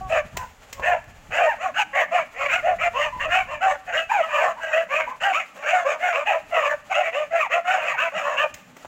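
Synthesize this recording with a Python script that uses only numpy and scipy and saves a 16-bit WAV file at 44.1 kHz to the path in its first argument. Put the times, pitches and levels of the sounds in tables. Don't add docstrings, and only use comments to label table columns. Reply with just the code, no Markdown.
import sys
import numpy as np
from scipy import signal
from scipy.fft import rfft, irfft, next_fast_len
from scipy.io import wavfile
from scipy.ndimage import uniform_filter1d, minimum_filter1d

SR = 44100
rng = np.random.default_rng(int(sys.argv[2]) if len(sys.argv) > 2 else 0)


def wav_record(signal):
    frames = np.transpose(np.atleast_2d(signal))
    bounded = np.clip(frames, -1, 1)
    quanta = np.round(bounded * 32767).astype(np.int16)
    wavfile.write(sys.argv[1], SR, quanta)


N = 391166
TIME = np.arange(N) / SR


def pack(sizzle_db=-38):
    # start t/s, length/s, throat level/dB, throat crest/share of length,
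    # open-mouth ring level/dB, ring crest/share, pitch crest/share, start, top and end pitch f/Hz,
    # roughness/0-1, nominal jaw resonance f/Hz, mouth resonance f/Hz and relative level/dB,
    # upper resonance f/Hz and relative level/dB
    bark_rows = [(0.0, 0.12, -32.5, 0.056, -43.5, 0.44, 0.2, 360, 380, 359, 0.014, 1170, 1490, -24, 2310.0, -28),
                 (0.083, 0.14, -17.5, 0.41, -22.5, 0.53, 0.29, 503, 673.6, 538, 0.71, 1255, 1810, -5.5, 2450, -6),
                 (0.346, 0.13, -38, 0.5, -33, 0.47, 0.43, 933, 1033, 964, 0.64, 950, 1540, -2, 2500, -16),
                 (0.716, 0.128, -41, 0.85, -43, 1, 0.54, 553, 549, 520, 0.23, 1113, 1685, -9, 2520, -12.5),
                 (0.811, 0.17, -18.5, 0.66, -20, 0.3, 0.45, 358.3, 719, 640, 0.46, 998, 1756, 7, 2430, 1.5),
                 (1.298, 0.2, -16.5, 0.9, -20, 0.35, 0.5, 334.7, 711.7, 553, 0.66, 1586, 1980.0, -9.5, 2530, 1),
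                 (1.38, 0.111, -27.5, 0.51, -21, 0.58, 0.76, 559, 628, 550, 0.35, 1260.0, 1664, -3, 2370, 1.5),
                 (1.451, 0.101, -30.5, 1, -20.5, 0.3, 0.32, 813, 934, 546, 0.21, 1024, 1790, 3, 2330, -3.5),
                 (1.574, 0.14, -25.0, 0.66, -27.5, 0.57, 0.53, 443.7, 764.0, 478, 0.33, 1210, 1840, -8, 2360, -8),
                 (1.732, 0.11, -34.5, 0.59, -17.5, 0.68, 0.6, 394.4, 849, 706, 0.46, 1570, 2300, -19.5, 2700.0, 1),
                 (1.92, 0.14, -23.5, 0.55, -21.5, 0.34, 0.83, 534.3, 615.0, 581.0, 0.68, 1173, 1930, 13, 2800, 0),
                 (1.937, 0.12, -20.5, 0.32, -15.5, 0.42, 0.28, 564, 750, 540, 0.61, 1190, 2000, 4, 2610, -11),
                 (2.102, 0.14, -18.5, 0.32, -22.0, 0.51, 0.34, 620.6, 715.6, 535.0, 0.42, 1185, 1820, -3.5, 2345, -2.5),
                 (2.33, 0.18, -29.0, 0.65, -23.5, 0.66, 0.6, 410.2, 582.4, 514, 0.6, 1180, 2100, 1, 2400, -9.5),
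                 (2.473, 0.14, -30, 0.53, -18, 0.37, 0.76, 388.4, 739.0, 619, 0.42, 1540, 2150, -21.5, 2396, 2),
                 (2.616, 0.14, -16.5, 0.49, -26.5, 0.5, 0.55, 550, 739, 650, 0.3, 1347, 1830, 4.5, 2380, 0),
                 (2.775, 0.121, -22.5, 0.96, -20, 0.51, 0.56, 391, 696, 685, 0.37, 1344, 2035, -4, 2340.0, -0.5),
                 (2.922, 0.18, -23.5, 0.51, -20, 0.48, 0.67, 424, 619, 566, 0.51, 1066, 1925, -2.5, 2690, -2.5),
                 (3.113, 0.12, -42, 0.37, -33, 0.19, 0.32, 978, 1006, 919.0, 0.35, 1010, 1960.0, -10, 2680.0, -30),
                 (3.186, 0.12, -27.5, 0.81, -25.5, 0.26, 0.51, 415, 653, 570, 0.55, 1220, 1890, 3, 2640, 0.5),
                 (3.28, 0.159, -21.5, 0.59, -17.5, 0.4, 0.75, 654, 758, 695, 0.46, 1300, 1740, 0, 2450, 2),
                 (3.463, 0.15, -33, 0.44, -30, 0.42, 0.46, 461.5, 610, 535, 0.54, 1023, 1820, -5.5, 2530, -0.5),
                 (3.597, 0.13, -17.5, 0.58, -23.0, 0.32, 0.28, 586, 769.6, 747, 0.44, 1400, 1925, -3.5, 2550, -3),
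                 (3.649, 0.122, -27, 0.7, -26, 0.32, 0.84, 565, 589, 543, 0.61, 980, 1744, -6, 2590, -17),
                 (3.855, 0.14, -32.0, 0.28, -30.5, 0.36, 0.23, 637, 721.5, 570, 0.9, 1630, 1890.0, -5.5, 2400, -5.5),
                 (3.914, 0.14, -25, 0.4, -21.5, 0.3, 0.55, 403.6, 660.6, 637, 0.46, 1636, 1930.0, -8.5, 2850, 2.5),
                 (4.081, 0.15, -21.5, 0.9, -20, 0.27, 0.25, 636.5, 872, 524, 0.36, 915, 1506, -1.5, 2385, -3),
                 (4.195, 0.1, -31, 0.76, -27, 0.43, 0.57, 639.0, 642.4, 662, 0.35, 1190, 1930, 0.5, 2780, 1),
                 (4.265, 0.2, -23.5, 0.65, -19, 0.64, 0.55, 606, 609, 617, 0.77, 1123, 1750.0, 2.5, 2480, 0.5),
                 (4.396, 0.14, -19, 0.25, -22.0, 0.36, 0.31, 554, 719.3, 632, 0.92, 1220, 1710.0, -6, 2590, -20.5),
                 (4.549, 0.068, -44.0, 0.61, -36.5, 0.8, 0.62, 772, 1001, 955, 0.68, 985, 1520, 3, 2700.0, -18.0),
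                 (4.597, 0.23, -32, 0.24, -28, 0.18, 0.2, 663.6, 647.4, 535, 0.74, 1514, 1970, -11, 2620.0, -8.5),
                 (4.717, 0.13, -16.5, 0.37, -22, 0.23, 0.7, 602.5, 669.7, 580, 0.53, 1610, 1836, 3.0, 2690, 4.5),
                 (4.88, 0.19, -24, 0.41, -21.5, 0.35, 0.58, 482, 635.6, 567, 0.68, 1138, 1646, -0.5, 2310, 3),
                 (5.059, 0.11, -35.5, 0.15, -34, 0.32, 0.38, 889.0, 1020, 1046, 0.42, 1060, 1650, -6, 2300, -11),
                 (5.194, 0.14, -21.5, 0.83, -20, 0.44, 0.5, 398.3, 804, 717, 0.42, 1474, 1855, -3, 2780, -6.5),
                 (5.316, 0.13, -33.5, 0.49, -22.0, 0.26, 0.64, 398.8, 709, 501, 0.44, 1230, 2330, 0.5, 2470.0, -7.5),
                 (5.527, 0.13, -43, 0.55, -39.5, 0.74, 0.87, 460.0, 577, 554.0, 0.91, 1120, 1720, -11, 2440, -8.5),
                 (5.614, 0.18, -27.0, 0.34, -20.0, 0.47, 0.75, 325.8, 739.5, 675, 0.45, 1590.0, 2300, 1, 2620, -16),
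                 (5.718, 0.13, -19.0, 0.12, -22.5, 0.35, 0.23, 656, 735.5, 642, 0.53, 1335, 1770, -5.5, 2340, -21.5),
                 (5.835, 0.14, -22.5, 0.27, -23.5, 0.3, 0.58, 501, 597, 626, 0.54, 1136, 1530.0, -7.5, 2305, -8.5),
                 (5.983, 0.193, -22.5, 0.4, -24.0, 0.38, 0.26, 486.6, 734, 592, 0.47, 1626, 2000, -0.5, 2460, -5),
                 (6.115, 0.14, -24.5, 0.49, -23.5, 0.078, 0.64, 381, 593, 618, 0.47, 1170, 1560, -13.5, 2430, -4),
                 (6.248, 0.099, -19, 0.57, -20, 0.47, 0.35, 565, 840.4, 558, 0.58, 970.0, 1876, 4.0, 2506, 9.0),
                 (6.28, 0.12, -22, 0.56, -25.5, 0.26, 0.49, 612, 668, 606, 0.48, 1220, 1830, 3, 2490, 2),
                 (6.5, 0.14, -20.5, 0.38, -21.5, 0.61, 0.14, 682.6, 689.3, 514, 0.49, 1274, 1950, 1, 2610, -1),
                 (6.569, 0.13, -24, 0.77, -22, 0.69, 0.44, 479, 586, 586, 0.68, 1103, 1860, -8.5, 2550, 2.5),
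                 (6.641, 0.121, -25.5, 0.83, -23.5, 0.48, 0.59, 538, 609.5, 578, 0.72, 1086, 1686, -0.5, 2600, -27),
                 (6.889, 0.054, -26.5, 0.52, -25.0, 0.98, 0.5, 599, 775, 632.0, 0.46, 1316, 2260.0, -1, 2490, -8),
                 (6.931, 0.12, -18, 0.5, -21.5, 0.17, 0.64, 603, 716, 673, 0.52, 1385, 2080, 0.5, 2640, 3.0),
                 (6.984, 0.13, -26.0, 0.71, -25.0, 0.61, 0.87, 592, 659, 673, 0.48, 1430, 1950, -2.5, 2250, 8.5),
                 (7.107, 0.16, -22.5, 0.52, -27.0, 0.31, 0.61, 397.5, 615.7, 557, 0.41, 1185, 1990, -4.5, 2620, -3.5),
                 (7.298, 0.13, -20, 0.37, -23.0, 0.68, 0.47, 646.6, 677, 564.0, 0.38, 1600, 2035, -0.5, 2370, -0.5),
                 (7.39, 0.09, -33.5, 1, -20.5, 0.26, 0.2, 1047, 1266, 636, 0.35, 1320, 2250, 3.5, 2460, -3),
                 (7.488, 0.12, -19.5, 0.78, -21, 0.43, 0.65, 431, 699.5, 663, 0.43, 1380, 2020, 3.5, 2430, 0.5),
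                 (7.633, 0.18, -22.5, 0.41, -20.0, 0.4, 0.6, 688.4, 763, 681, 0.46, 1360, 1784, 0, 2440, -4),
                 (7.711, 0.152, -28.0, 0.4, -28.5, 0.81, 0.42, 633, 625.0, 620, 0.83, 1244, 1810, 5.5, 2610, 5),
                 (7.817, 0.16, -31, 0.092, -24.0, 0.41, 0.32, 613, 639, 629, 0.9, 1260, 2030, 0, 2470, 0),
                 (7.89, 0.075, -34.5, 1, -35, 0.3, 0.33, 1004, 1152, 586, 0.22, 1170, 1920, -4.5, 2330, -6),
                 (7.958, 0.14, -26.0, 0.82, -21.0, 0.36, 0.62, 330.8, 673.5, 633, 0.41, 1214, 1575, 6, 2490, 12),
                 (8.11, 0.14, -28.5, 0.32, -25.0, 0.56, 0.54, 528, 646, 658, 0.97, 1334, 1860, -6.5, 2570, -3.5),
                 (8.192, 0.23, -26.5, 0.38, -25.5, 0.4, 0.56, 581.6, 570, 518, 1, 1085, 1670, -6.0, 2600, -4),
                 (8.356, 0.12, -23, 0.87, -20, 0.31, 0.66, 506, 608, 564, 0.35, 1173, 1604, 6.5, 2630.0, 11)]
    # f/Hz, relative level/dB per Hz
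    ring_colour = [(560, -19), (950, -2.5), (1160, -3.5), (1330, -5.5), (1810, -4.5), (2200, -7),
                   (2530, -7.5), (2920, -7.5), (3320, -18.5), (3950, -26), (5110, -27), (6840, -12),
                   (10100, -33.5), (12100, -59.5), (15500, -42.5)]
    dogs = np.zeros(N + SR)
    for start, length, throat_db, throat_crest, ring_db, ring_crest, *voice in bark_rows:
        sound = rocks(bark(length, *voice))
        size, at = len(sound), int(start * SR)
        low_band = cut(cut(sound, 525.0, "high", order=8), 823, "low", order=6)
        throat = evened(low_band)
        ring = evened(coloured(cut(sound, 820, "high", order=6), ring_colour))
        hiss = cut(rng.standard_normal(size), [13500, 16000], "band")
        sizzle = from_db(sizzle_db) * rms_one(hiss)
        dogs[at:at + size] += from_db(throat_db) * swell(size, length, throat_crest) * throat
        dogs[at:at + size] += from_db(ring_db) * swell(size, length, ring_crest) * (ring + sizzle)
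    return dogs[:N] + slopes(dogs[:N])


def bark(length, crest, start_hz, top_hz, end_hz, rough, jaw_hz, mouth_hz, mouth_db, upper_hz, upper_db,
         body_db=-19, width_hz=230, fade_s=0.016, mouth_lift_db=2.0, upper_lift_db=3.5,
         gape_start=0.93, gape_widest=1.058, gape_end=0.88, flare_db=4.5, edge_db=-9, edge_width_hz=150):
    t = np.arange(int(length * SR)) / SR
    rise = length * np.clip(crest, .1, .9)
    slack = np.abs(np.interp(t, [0, rise, length], [-1, 0, 1])) ** 1.7
    outer_hz = np.where(t < rise, start_hz, end_hz)
    pitch = top_hz + (outer_hz - top_hz) * slack
    source = vocal_folds(pitch, rough * (.95 - .65 * slack))
    throat = cut(resonance(source, np.maximum(pitch, 630.), 234.0), [400, 1000], "band", order=1)
    gape = np.interp(t, [0, 0.71 * rise, length], [gape_start, gape_widest, gape_end])
    mouth = from_db(body_db) * cut(source, 970, "high")
    resonances = (jaw_hz, 0), (mouth_hz, mouth_db + mouth_lift_db), (upper_hz, upper_db + upper_lift_db)
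    for hz, db in resonances:
        flare = from_db(flare_db * wander(45.9, len(t)))
        mouth = mouth + from_db(db) * flare * resonance(source, hz * gape, width_hz)
    for hz in rng.uniform([3300, 4600, 6300], [4500, 6200, 7500]):
        mouth = mouth + from_db(edge_db) * resonance(source, hz * gape, edge_width_hz)
    fade = np.clip(np.minimum(t, t[-1] - t) / fade_s, 0, 1)
    return rms_one(throat + 0.78 * mouth) * np.sin(fade * np.pi / 2) ** 2


def vocal_folds(pitch, hoarse, slope_db=-3.0, half_tones=1.0, jitter=0.0451, flutter=0.89, rasp=4.5):
    size = len(pitch)
    unsteady = wander(459.2, size) + 0.617 * wander(113.8, size)
    phase = 2 * np.pi * np.cumsum(pitch * (1 + jitter * hoarse * unsteady)) / SR
    multiples = np.arange(1, 15)[:, None]
    gains = from_db(slope_db * np.log2(multiples))
    folds = np.sum(gains * np.cos(multiples * phase), axis=0)
    alternation = half_tones * np.cos(phase / 2 + 1.17 * wander(128.7, size))
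    uneven = alternation + flutter * wander(519.7, size)
    breath = cut(rng.standard_normal(size), [1000, 4500], "band", order=1)
    air = breath * (1 + .7 * np.cos(phase))
    return folds * (1 + 2 * hoarse * uneven) + rasp * (hoarse + .08) * air


def resonance(x, hz, width_hz):
    r = np.exp(-np.pi * width_hz / SR)
    turn = np.exp(2j * np.pi * np.cumsum(hz) / SR)
    return 2 * np.real(turn * signal.lfilter([1 - r], [1, -r], x / turn))


def swell(size, length, crest, waver_db=1.5, waver_per_s=40, onset_s=0.012,
          swell_db=27, sink_db=16.5, arch_power=2.004, release_db_per_s=395.5):
    t = np.arange(size) / SR
    top = length * np.clip(crest, .1, .9)
    away = np.abs(np.interp(t, [0, top, length], [-1, 0, 1])) ** arch_power
    arch_db = np.where(t < top, swell_db, sink_db) * away
    drop_db = arch_db + release_db_per_s * np.maximum(t - length, 0)
    return from_db(waver_db * wander(waver_per_s, size) - drop_db) * np.minimum(t / onset_s, 1)


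def evened(x, window_s=0.032):
    size = int(window_s * SR)
    level = rms_one(x)
    power = uniform_filter1d(uniform_filter1d(level ** 2, size), size)
    return level / np.sqrt(np.abs(power) + from_db(-26) ** 2)


def rocks(x, echo_db=-5, spread_s=.05, count=12):
    response = np.zeros(SR // 8)
    delay, strength = rng.random(count), rng.choice([-1, 1], count)
    at = ((.002 + spread_s * delay) * SR).astype(int)
    response[at] = strength * np.exp(-2 * delay)
    response *= from_db(echo_db) / np.linalg.norm(response)
    response[0] = 1
    return signal.fftconvolve(x, response)


def slopes(x, tail_db=-23.5, t60=0.68, thin_hz=850, build_s=.064):
    t = TIME[:SR]
    scatter = cut(rng.standard_normal(SR), [thin_hz, 4000], "band", order=1)
    response = scatter * from_db(-60 * t / t60) * np.minimum(t / build_s, 1)
    return from_db(tail_db) * np.std(x) * rms_one(signal.fftconvolve(x, response)[:N])


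def snaps(crack_t60=0.034, tail_db=-21, tail_t60=0.46, attack_s=0.0033, trim_db=-2.5):
    # t/s, level before trim/dB, low thud level against the crack/dB
    snap_rows = [(0.3683, -17, -6.5), (0.7269, -22, -18), (0.796, -39.5, 14), (1.039, -45, -5.5),
                 (8.540, -25.5, -27), (8.766, -37, 1), (8.8478, -43, 14.5)]
    # f/Hz, relative level/dB per Hz
    crack_colour = [(530, -15), (900, -16), (1470, -15), (1910, 3.5), (2310, -2.5), (2660, 1), (3140, -7.5),
                    (4390, -12), (7150, -4.5), (10200, -25), (15500, -12)]
    out, t = np.zeros(N + SR), TIME[:SR // 2]
    for s, snap_db, thud_db in snap_rows:
        decay = from_db(-60 * t / crack_t60) + from_db(tail_db - 60 * t / tail_t60)
        dying = decay * np.minimum(t / attack_s, 1)
        crack = rms_one(coloured(rng.standard_normal(len(t)), crack_colour)) * dying
        low_noise = cut(rng.standard_normal(len(t)), [350, 1200], "band")
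        thud = rms_one(low_noise) * from_db(-60 * t / 0.046)
        at = int(s * SR)
        out[at:at + len(t)] += from_db(snap_db + trim_db) * (crack + from_db(thud_db) * thud)
    return out[:N]


def bumps(trim_db=-2.5, attack_s=0.01, t60=0.14, top_hz=190):
    # t/s, level before trim/dB
    bump_rows = [(0.244, -34.5), (0.339, -35), (0.788, -33), (1.07, -37.5), (1.284, -34), (3.16, -34),
                 (3.52, -38)]
    out, t = np.zeros(N + SR), TIME[:SR // 4]
    for s, bump_db in bump_rows:
        thump = rms_one(cut(rng.standard_normal(len(t)), [45, top_hz], "band"))
        at = int(s * SR)
        out[at:at + len(t)] += from_db(bump_db + trim_db - 60 * t / t60) * np.minimum(t / attack_s, 1) * thump
    return out[:N]


def wind(lumpy_db=2.5, trim_db=-0.5):
    # t/s, level before trim/dB
    gust_curve = [(0.0, -35), (0.29, -52), (0.34, -39.5), (0.64, -57.5), (0.86, -44), (2.17, -64.5),
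                  (2.54, -48.5), (3.09, -49), (3.16, -44.5), (4.25, -62), (5.21, -62), (5.36, -75),
                  (6.67, -59), (8.47, -77.5), (8.55, -46), (8.62, -76), (8.8, -72), (8.87, -48)]
    # f/Hz, relative level/dB per Hz
    eddy_colour = [(12, -29.5), (20, 2.5), (69, 2), (129, -4), (192, -13.5), (229, -8.5), (330, -31),
                   (430, -54.5), (730, -120)]
    eddies = coloured(rng.standard_normal(N), eddy_colour) * from_db(lumpy_db * wander(28, N))
    return from_db(in_time(gust_curve) + trim_db) * rms_one(eddies)


def stream(ripple_db=3.5, wash_db=-53):
    # f/Hz, relative level/dB per Hz
    wash_colour = [(59, -49), (100, -29), (173, -20), (264, -10.5), (355, -23.5), (403, -10.5), (898, -7),
                   (977, -18.5), (1060, -10), (2930, -15.5), (3690, -22), (5400, -25.5), (7100, -19.5),
                   (8770, -32.5), (15500, -33.5)]
    # t/s, level/dB
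    gurgle_curve = [(0, -58.5), (.7, -77), (1.6, -59), (4.0, -60), (6.0, -62.5), (7.5, -60), (8.87, -56)]
    wash = rms_one(coloured(rng.standard_normal(N), wash_colour)) * from_db(ripple_db * wander(30, N))
    gurgle = np.zeros(N)
    for hz in (134.4, 185, 251.4, 296.6):
        band = cut(rng.standard_normal(N), [hz - 18, hz + 18], "band")
        gurgle += band * from_db(4.9 * wander(18, N))
    return from_db(wash_db) * wash + from_db(in_time(gurgle_curve)) * rms_one(gurgle)


def from_db(db):
    return 10 ** (np.asarray(db) / 20)


def rms_one(x):
    return x / np.sqrt(np.mean(x ** 2) + 1e-20)


def in_time(rows):
    s, db = np.transpose(rows)
    return np.interp(TIME, s, db)


def cut(x, hz, kind, order=2):
    return signal.sosfilt(signal.butter(order, hz, kind, fs=SR, output="sos"), x)


def coloured(x, spectrum):
    hz, db = np.transpose(spectrum)
    size = next_fast_len(len(x) + 2048)
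    bins = np.maximum(np.fft.rfftfreq(size, 1 / SR), 1)
    gain = from_db(np.interp(np.log(bins), np.log(hz), db))
    return irfft(rfft(x, size) * gain, size)[:len(x)]


def wander(per_s, size):
    at = np.arange(size) * per_s / SR
    return np.interp(at, np.arange(size), rng.standard_normal(size))


def limited(x, ceiling):
    gain = np.minimum(1, ceiling / (np.abs(x) + 1e-9))
    return x * uniform_filter1d(minimum_filter1d(gain, size=400), size=400)


def scene():
    return (pack() + snaps() + wind() + bumps() + stream())[None]


def record(dry, cutoff_hz=15800):
    held = limited(dry, .37)
    return signal.sosfilt(signal.ellip(10, .1, 80, cutoff_hz, fs=SR, output="sos"), held)


dry = scene()
out = record(dry)
wav_record(out)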